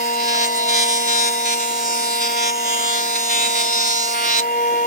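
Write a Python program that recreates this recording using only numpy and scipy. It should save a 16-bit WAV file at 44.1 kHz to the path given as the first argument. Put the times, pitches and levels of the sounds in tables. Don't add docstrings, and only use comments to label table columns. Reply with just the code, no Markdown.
import sys
import numpy as np
from scipy import signal
from scipy.fft import rfft, irfft
from scipy.io import wavfile
from scipy.ndimage import uniform_filter1d

SR = 44100
rng = np.random.default_rng(int(sys.argv[2]) if len(sys.argv) > 2 else 0)


def field_ratio(decibels):
    return 10 ** (np.asarray(decibels, dtype=float) / 20)


def transcribe(u):
    v = np.clip(np.atleast_2d(u).T, -1, 1)
    q = np.round(v * 32767).astype(np.int16)
    wavfile.write(sys.argv[1], SR, q)


N = 214406
SECONDS = np.arange(N) / SR
HZ = np.fft.rfftfreq(1024, 1 / SR)
PASS_HZ = 236
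CUT_END_S = 4.407

# time in seconds, knife passes in Hz.
SPEED_HZ = [(0, 236.2), (0.5, 236.4), (0.7, 236.15), (0.9, 236.32), (1.1, 236.12), (1.5, 236.13),
            (1.8, 235.72), (2.3, 235.92), (2.5, 236.34), (2.9, 236.04), (3.1, 235.67), (3.5, 235.7),
            (3.9, 235.52), (4.3, 234.98), (4.37, 235.2), (4.44, 235.99), (4.55, 236.69), (4.87, 236.68)]
# frequency in Hz, lead in radians.
LEAD_RAD = [(0, 0), (470, .72), (1180, 3.0), (1420, 3.4), (2125, 6.1), (2790, 7.6), (3070, 10.0),
            (3780, 14.6), (4400, 15.8), (4800, 19.2), (5800, 19.6), (6600, 17.3), (8300, 18.3),
            (9500, 20.4), (10600, 21.4), (15400, 25.1)]
# frequency in Hz, level difference in dB.
PORT_LEAN_DB = [(200, 0.6), (1800, -0.6), (2800, -3), (3700, 0), (5000, -2), (8500, -3.5), (12000, -1)]

# start in seconds, end in seconds, strength in dB,
# lean to the board ring in dB.
BITES = [(0.197, 0.297, -30, -3), (0.277, 0.45, -24.5, 0.5), (0.404, 0.463, -26.5, 3),
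         (0.57, 0.641, -37, 4), (0.683, 0.74, -25.5, 2), (0.738, 0.844, -22.5, -0.5),
         (0.883, 0.983, -29, -3), (1.074, 1.17, -26, 1.5), (1.17, 1.293, -25, -1), (1.452, 1.546, -26, 2),
         (1.593, 1.647, -33.5, 3), (1.846, 2.067, -38.5, -19), (2.208, 2.278, -26.5, -5.5),
         (2.364, 2.443, -25.5, -1), (2.426, 2.505, -23, -0.5), (2.658, 2.752, -29, -1.5),
         (2.814, 2.95, -38, 5), (2.95, 3.003, -29.5, 4), (3.153, 3.17, -24, 2), (3.295, 3.377, -24, 4),
         (3.378, 3.475, -25, 2), (3.552, 3.623, -25.5, 1), (3.725, 3.822, -29, -7), (3.8, 3.927, -30.5, -9),
         (3.923, 4.066, -34.5, -15), (4.14, 4.25, -31, 23), (4.24, 4.315, -23, 6.5),
         (4.306, 4.399, -22.5, 3)]
BITE_RISE_S, BITE_FALL_S, REST_LEAN_DB = 0.0038, 0.0012, -2
# time in seconds, light contact in dB, firm seat on the table in dB,
# hard grain in dB, table ring in Hz, edge ring in Hz.
WOOD = [(0, -32, -12, -8.5, 4200, 4220), (.2, -33, 0.5, -12, 4000, 4560), (.45, -35, 2, -9, 4100, 5130),
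        (.62, -34, 6, -6, 4000, 5300), (.9, -30, 5.5, 0, 3700, 5600), (1.35, -33.5, 1.5, -2.5, 4000, 5340),
        (1.7, -36.5, 6, 4, 3820, 6500), (1.9, -32, -2, 1, 4020, 5130), (2.15, -32.5, 6, 3, 4060, 4700),
        (2.3, -29, -3.5, -7.5, 3500, 4700), (2.55, -33.5, -0.5, -4.5, 3280, 6360),
        (2.9, -27, 4, -4.5, 3535, 7000), (3.05, -30, 2.5, -4, 4050, 5400),
        (3.45, -30.5, 5.5, -0.5, 3720, 7000), (3.6, -30, 3.5, -0.5, 3940, 5030),
        (4.0, -31, 3.5, -8, 3800, 5900), (4.17, -29, -8.5, -1.5, 3380, 5400),
        (4.4, -26, 5.5, -15, 4050, 6000)]
# board, table, edge, bright, in dB.
RING_DB = [-1.82, 0.5, -1.7, -0.84]
LEAN_SHARE = [0.75, 0.066, -1.04, -0.39]
BITE_SHARE = [0.98, 0.96, 1, 0.7]
BOARD_HZ, BOARD_HZ_PER_DB, BRIGHT_HZ, BRIGHT_WANDER_HZ = 2156, 4, 8300, 307
# gain in dB, order by order from the fifth.
TABLE_MODES_DB = [4, 9, 0, -6, -1, -2, -2, -1, 4, -1, -2, -1, 3, 1, 1, 1, 2, 4, 4, -3, -2, 3, 0, 2, 1, 5,
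                  -1, -2, -2, 3, 3, -1, -1, 2, 3, 2, -1, 1, 2, 1, 0, 3, 1, -1]
# order, start in seconds, end in seconds, gain
# in dB.
ORDER_SWELLS = [(38, 0, 1.95, 4), (42, .1, 1.7, 5), (26, .15, 1.7, 4), (15, .15, 1.05, -5), (13, .2, .5, 6),
                (21, .25, .45, -9), (19, .25, 1.3, -5), (6, .3, 1.0, -8), (33, .3, 1.95, -4), (12, .55, 1.3, -7),
                (25, .55, 2.5, 3), (11, .6, 1.0, -13), (10, .65, 2.55, 6), (5, .7, 2.5, -4), (23, 1.05, 1.7, 7),
                (20, 1.15, 1.7, -7), (11, 1.3, 2.45, 5), (22, 1.3, 2.35, 4), (24, 1.45, 2.35, 5),
                (17, 1.5, 3.05, -5), (6, 1.55, 2.6, 6), (34, 1.6, 2.9, -4), (36, 1.6, 3.05, -4),
                (35, 1.6, 2.05, -6), (32, 1.75, 2.3, 7), (18, 1.85, 2.1, -10), (29, 2.05, 2.25, -10),
                (30, 2.2, 2.4, -9), (23, 2.35, 3.45, -5), (33, 2.35, 3.45, -5), (43, 2.4, 4.1, -6),
                (22, 2.45, 3.55, 7), (5, 2.5, 3.15, 5), (21, 2.65, 3.0, 9), (11, 2.7, 3.0, -13),
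                (16, 2.95, 4.4, -3), (39, 3.0, 3.7, 6), (14, 3.0, 3.7, -6), (42, 3.05, 4.2, -6),
                (10, 3.05, 4.15, 4), (11, 3.1, 3.9, 5), (7, 3.25, 4.4, -4), (19, 3.3, 3.5, -11),
                (32, 3.3, 3.6, -8), (24, 3.6, 4.15, 5), (18, 3.65, 4.3, 7), (6, 3.7, 4.25, 7), (21, 3.8, 4.4, 6),
                (34, 3.85, 4.15, 8), (13, 4.0, 4.2, -9)]
ORDER_SWELL_WIDTH_HZ, ORDER_SWELL_EDGE_S = 130, 0.04

# frequency in Hz, level in dB.
CHIP_TONE_DB = [(600, -19), (1200, 8), (2200, -1), (4000, 3), (6000, 7), (8500, 1), (10800, -3),
                (13500, -1), (16000, 6)]
# frequency in Hz, likeness 0-1.
CHIP_LIKENESS = [(1500, 0.83), (2000, 0.49), (3000, 0.98), (12000, 0.097)]
CHIP_DB, CHIP_FOLLOW, CHIP_FLUTTER_DB = -39, 0.11, 1.8
# time in seconds, level in dB.
TEARS = [(.06, -41), (.14, -40), (.37, -48), (.46, -33), (.57, -34), (.70, -34), (1.22, -39), (1.33, -37),
         (2.33, -40), (2.56, -49), (2.82, -45), (3.34, -36), (3.61, -36), (3.88, -34), (4.14, -51),
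         (4.39, -31)]
TEAR_S, TEAR_RING_DB = 0.023, 3.5

# level under the board in dB, fade in dB a second,
# share of the bite, gain in the open in dB, share of the board's glance.
LOW_ORDERS = [(-39.5, -1.98, 0.13, -0.5, 0.07), (-34.5, -1.44, 0.036, 14.5, 0.23),
              (-36.5, -0.28, 0.4, 0.5, 1.0), (-31.5, -0.76, 0.17, 6, 0.072)]
LOW_ORDER_DB = [0.064, 1.5, 2.8, 9.1]
CHOKE_DB = [0, -5, 0, 0]
CHOKE_AT_S, CHOKE_WIDTH_S = 4.335, 0.045
# order, level in dB.
UPPER_ORDERS = [(5, -49), (6, -41), (7, -49), (8, -43), (9, -52), (10, -42), (11, -58), (12, -42),
                (14, -46), (16, -55), (17, -55), (18, -49), (20, -56), (22, -57), (24, -60), (40, -53)]
COVER_DB, UPPER_GLANCE = -37, 1.6
# time in seconds, opening 0-1, glance off its face in dB.
LIFT = [
    (4.22, 0, -1.5),
    (4.34, 0.1, -11),
    (4.42, 0.57, -3.5),
    (4.52, 0.7, -3),
    (4.59, 0.95, -0.5),
    (4.63, 0.98, -1),
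    (4.76, .95, 0.5),
    (4.86, 0.96, -1.5),
]

# frequency in Hz, level in dB.
MOTOR_TONES = [(576, -56), (664, -46), (1335, -55), (2002, -46), (2142, -45.5), (2778, -39)]
# fade in dB a second, wavering in dB, share of the belt swells.
MOTOR_MOVES = [(-1, 5, 0.28), (0.6, 2.2, 0.9), (-1.1, 11, 0.1), (-1.3, 4, 0.12), (0.2, 1.7, 0.1),
               (0, 2.5, 0.3)]
# time in seconds, swell in dB.
BELT_SWELLS = [
    (.4, 6.6),
    (.65, 13),
    (2.78, 3),
    (3.55, 3),
    (4.35, 2.4),
]
BELT_SWELL_S = 0.15

# frequency in Hz, level in dB.
WIND_TONE_DB = [(40, -11), (100, -27), (200, -4), (450, -4.5), (900, 4.5), (1150, -3.5), (1700, 3),
                (3000, 4), (4000, -2.5), (6000, -1), (9000, -6.5), (11000, -8), (13500, -2), (16000, -7.5)]
# frequency in Hz, likeness 0-1.
WIND_LIKENESS = [(60, 0.24), (200, 0.89), (1450, 0.39), (1900, 0.17), (2500, 0.054), (8000, 0.081)]
WIND_DB, RUMBLE_DB, THUD_S = -34.5, -43, 0.035
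# time in seconds, level in dB.
THUDS = [
    (0.0, -56),
    (4.6, -64),
    (4.74, -41.5),
    (4.86, -46),
]

# order, start in seconds, end in seconds, level in dB,
# extra lead of the left port in radians.
SINGS = [
    (7, .24, .47, -40, .5),
    (20, .2, 1.0, -38, .3),
    (16, 1.06, 1.55, -37, -.6),
    (23, 1.1, 1.55, -34, .3),
    (15, 3.3, 3.75, -36, 0),
    (22, 3.62, 4.05, -35, .3),
    (5, 4.08, 4.41, -45, -1.5),
    (19, 4.15, 4.41, -32, 1.6),
    (12, 4.18, 4.41, -33, -.6),
]
SING_DB, SING_EDGE_S = -0.5, 0.035


def evened(x):
    return x / np.sqrt(np.mean(abs(x) ** 2) + 1e-20)


def read(points, hz):
    f, value = np.transpose(points)
    return np.interp(np.log(hz + 1), np.log(f + 1), value)


def curves(rows, t):
    s, *columns = np.transpose(rows)
    return [np.interp(t, s, c) for c in columns]


def bumps(rows, t, width_s):
    return sum(field_ratio(db) * np.exp(-((t - s) / width_s) ** 2) for s, db in rows)


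def flutter(t, rate_hz):
    rates = rate_hz * np.geomspace(0.1, 1, num=12)
    return evened(sum(np.sin(2 * np.pi * (f * t + rng.random())) for f in rates))


def patches(frames, bins, span):
    field = rng.standard_normal((frames, len(HZ), 3)).T
    field = uniform_filter1d(field, bins, 1)
    field = uniform_filter1d(field, span, 2)
    return evened(uniform_filter1d(field, span, 2))


def ports(hz):
    half_lead = np.exp(0.5j * np.interp(hz, *np.transpose(LEAD_RAD)))
    half = half_lead * field_ratio(read(PORT_LEAN_DB, hz) / 2)
    return np.array([half, 1 / half])


def hiss(colour, likeness):
    a, b, c, d = rng.standard_normal((colour.shape[1], len(HZ), 4)).T
    like = np.clip(likeness, 0, 1)
    left = a + 1j * b
    right = like * left + np.sqrt(1 - like ** 2) * (c + 1j * d)
    z = np.array([left, right]) * colour * ports(HZ)[:, :, None]
    return evened(signal.istft(z, nperseg=1024, noverlap=768)[1][:, :N])


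def tone(turns, hz, db):
    return np.sqrt(2) * field_ratio(db) * (ports(hz)[:, None] * np.exp(2j * np.pi * turns)).real


def ring(hz, width_hz):
    shape = 1 / (1 + 2j * (HZ[:, None] - hz) / width_hz) ** 2
    return shape / np.sqrt((abs(shape) ** 2).mean(0))


def causal(gain):
    fold = np.r_[1, 2 * np.ones(511), 1, np.zeros(511)][:, None]
    cepstrum = irfft(np.log(gain + 1e-6), axis=-2)
    return np.exp(rfft(cepstrum * fold, axis=-2))


def bite(t):
    start, end, db, lean = np.transpose(BITES)[:, :, None]
    rise = 1 + np.tanh((t - start) / BITE_RISE_S)
    fall = 1 - np.tanh((t - end) / BITE_FALL_S)
    power = (0.22 * rise * fall * field_ratio(db)) ** 2
    rest = field_ratio(curves(WOOD, t)[0]) ** 2
    total = power.sum(0) + rest
    return 10 * np.log10(total), ((power * lean).sum(0) + rest * REST_LEAN_DB) / total


def rings(t):
    depth_db, lean_db = bite(t)
    _, seat_db, grain_db, table_hz, edge_hz = curves(WOOD, t)
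    board_db, table_db, edge_db, bright_db = [
        follow * (depth_db + 29.5) - 30 + db + share * lean_db
        for db, share, follow in zip(RING_DB, LEAN_SHARE, BITE_SHARE)]
    table_db = table_db + seat_db
    tear = bumps(TEARS, t, TEAR_S) * field_ratio(TEAR_RING_DB)
    bright_db = 20 * np.log10(np.hypot(field_ratio(bright_db + grain_db), tear))
    chip_db = CHIP_DB + 1.5 + CHIP_FOLLOW * (depth_db + 32)
    board_hz = BOARD_HZ + BOARD_HZ_PER_DB * (board_db + 30)
    bright_hz = BRIGHT_HZ + BRIGHT_WANDER_HZ * flutter(t, rate_hz=9.6)
    parts = [(board_db, ring(board_hz, 1900)), (table_db, ring(table_hz, 1100)),
             (edge_db, ring(edge_hz, 2200)), (bright_db, ring(bright_hz, 3200)),
             (chip_db, ring(12400, 4500))]
    return np.sqrt(sum(abs(field_ratio(db) * shape) ** 2 for db, shape in parts))


def order_swells(t):
    order, start, end, db = np.transpose(ORDER_SWELLS)[:, :, None]
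    rise = 1 + np.tanh((t - start) / ORDER_SWELL_EDGE_S)
    fall = 1 - np.tanh((t - end) / ORDER_SWELL_EDGE_S)
    near = np.exp(-((HZ - PASS_HZ * np.round(order)) / ORDER_SWELL_WIDTH_HZ) ** 2)
    return field_ratio(near.T @ (db * 0.25 * rise * fall))


def strikes(turns):
    at = np.flatnonzero(np.diff(np.floor(turns)) > 0)
    at = at[at < CUT_END_S * SR]
    late = (turns[at + 1] % 1) / (turns[at + 1] - turns[at])
    jitter, size = rng.standard_normal((len(at), 2)).T
    place = at + 1 - late + 0.1 * jitter
    grid = np.round(place).astype(int)[:, None] + np.arange(-16, 17)
    pulse = np.sinc(grid - place[:, None]) * np.hanning(33) * field_ratio(0.5 * size)[:, None]
    train = np.bincount(np.clip(grid, 0, N - 1).ravel(), pulse.ravel(), N)
    return train * np.sqrt(SR / PASS_HZ)


def blows(turns):
    _, t, z = signal.stft(strikes(turns), SR, nperseg=1024, noverlap=896)
    body = rings(t) * order_swells(t)
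    modes = field_ratio(np.interp(HZ / PASS_HZ, 5 + np.arange(len(TABLE_MODES_DB)), TABLE_MODES_DB))
    contact = HZ ** 2 / (HZ ** 2 + 700 ** 2)
    left, right, both = patches(len(t), bins=5, span=45)
    sides = np.array([left, right]) * np.clip(HZ / 3000 - 0.35, 0, 1)[:, None]
    uneven = field_ratio(1.6 * both + 2.3 * sides)
    echo = 1 + 0.2 * np.exp(-2j * np.pi * HZ * 0.00105)
    smear_rad = (0.28 + 0.65 * np.exp(-((HZ - 4500) / 1600) ** 2))[:, None]
    z = z * causal(body * (modes * contact)[:, None] * uneven)
    z = z * (echo * ports(HZ))[:, :, None]
    z = z * np.exp(0.4j * sides + 1j * smear_rad * both) * field_ratio(-1.5)
    return signal.istft(z, nperseg=1024, noverlap=896)[1][:, :N]


def chips(turns):
    drift = patches(N // 256 + 5, bins=40, span=6)[2]
    colour = field_ratio(read(CHIP_TONE_DB, HZ)[:, None] + 2.0 * drift)
    spray = hiss(colour, read(CHIP_LIKENESS, HZ)[:, None])
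    burst = evened(1.2 + np.exp(-(turns % 1) / 0.15))
    spray_db = CHIP_DB + CHIP_FOLLOW * (bite(SECONDS)[0] + 30)
    spray_db = spray_db + CHIP_FLUTTER_DB * flutter(SECONDS, rate_hz=17)
    level = np.hypot(field_ratio(spray_db), bumps(TEARS, SECONDS, TEAR_S))
    return spray * burst * level * field_ratio(2.5) * (SECONDS < CUT_END_S)


def shop(x):
    taps = np.zeros((2, 8000))
    at = np.arange(200, 7980, 20) + rng.integers(0, 20, (2, 389))
    np.put_along_axis(taps, at, rng.choice([-1., 1.], at.shape), 1)
    taps *= field_ratio(-60 * np.arange(8000) / SR / 0.19)
    return signal.oaconvolve(x, taps / np.linalg.norm(taps[0]), axes=1)[:, :N]


def hum(turns):
    opening, glance_db = curves(LIFT, SECONDS)
    glance_db = glance_db * np.clip((SECONDS - LIFT[0][0]) * 10 + 1, 0, 1)
    depth_db = (bite(SECONDS)[0] + 30) * (SECONDS < CUT_END_S)
    depth_db = uniform_filter1d(depth_db, size=3000)
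    choke = np.exp(-((SECONDS - CHOKE_AT_S) / CHOKE_WIDTH_S) ** 2)
    low = 0
    for k, (db, fade, load, free, turn) in enumerate(LOW_ORDERS):
        level_db = db + fade * SECONDS + load * depth_db + free * opening + turn * glance_db
        level_db = level_db + 0.5 * flutter(SECONDS, rate_hz=6.1)
        level_db = level_db + LOW_ORDER_DB[k] + CHOKE_DB[k] * choke
        low = low + tone(turns * (k + 1), PASS_HZ * (k + 1), level_db)
    upper = sum(tone(turns * k + rng.random(), PASS_HZ * k, db) for k, db in UPPER_ORDERS)
    cover = np.clip((CUT_END_S - SECONDS) / 0.022 + 1, 0, 1)
    return low + upper * field_ratio(COVER_DB * cover + UPPER_GLANCE * glance_db)


def motor():
    drift = evened(uniform_filter1d(rng.standard_normal((N, len(MOTOR_TONES))), 3000, 0)).T
    swell_db = 20 * np.log10(1 + bumps(BELT_SWELLS, SECONDS, BELT_SWELL_S))
    total = 0
    for (hz, db), (fade, waver, share), w in zip(MOTOR_TONES, MOTOR_MOVES, drift):
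        level_db = db + fade * (SECONDS - 2) + waver * w + share * (swell_db - 3)
        total = total + tone(hz * SECONDS + 0.04 * w, hz, level_db)
    return total


def wind():
    frames = N // 256 + 5
    drift = patches(frames, bins=12, span=10)[2]
    t = np.arange(frames) * 256 / SR
    rumble = field_ratio(RUMBLE_DB) + bumps(THUDS, t, THUD_S)
    low = abs(ring(400, 545)) * rumble * field_ratio(43.5)
    colour = field_ratio(read(WIND_TONE_DB, HZ)[:, None] + 1.87 * drift) * (1 + 0.033 * low ** 2)
    return field_ratio(WIND_DB) * hiss(colour, read(WIND_LIKENESS, HZ)[:, None])


def singing(turns):
    def gate(s):
        return 0.5 + 0.5 * np.tanh((SECONDS - s) / SING_EDGE_S)

    spot = np.array([[1], [-1]]) / (4 * np.pi)
    total = 0
    for k, start, end, db, lead in SINGS:
        swell = gate(start) * (1 - gate(end - SING_EDGE_S))
        phase = turns * k + rng.random() + lead * spot
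        total = total + swell * tone(phase, PASS_HZ * k, db + SING_DB)
    return total


def scene():
    turns = np.cumsum(curves(SPEED_HZ, SECONDS)[0]) / SR
    cut = blows(turns) + chips(turns)
    echoes = field_ratio(-12) * shop(cut)
    air = hum(turns - 0.28)
    return cut + echoes + air + motor() + wind() + singing(turns)


def roll_off(x):
    return signal.sosfilt(signal.butter(12, 15970, fs=SR, output="sos"), x)


def record(dry):
    bass_cut = signal.butter(N=2, Wn=110 / SR * 2, btype="high", output="sos")
    top_cut = signal.firwin(511, 15800, window=("kaiser", 9), fs=SR)
    mix = signal.sosfilt(bass_cut, dry)
    mix = signal.oaconvolve(mix, top_cut[None], "same")
    return roll_off(mix)


dry = scene()
out = record(dry)
transcribe(out)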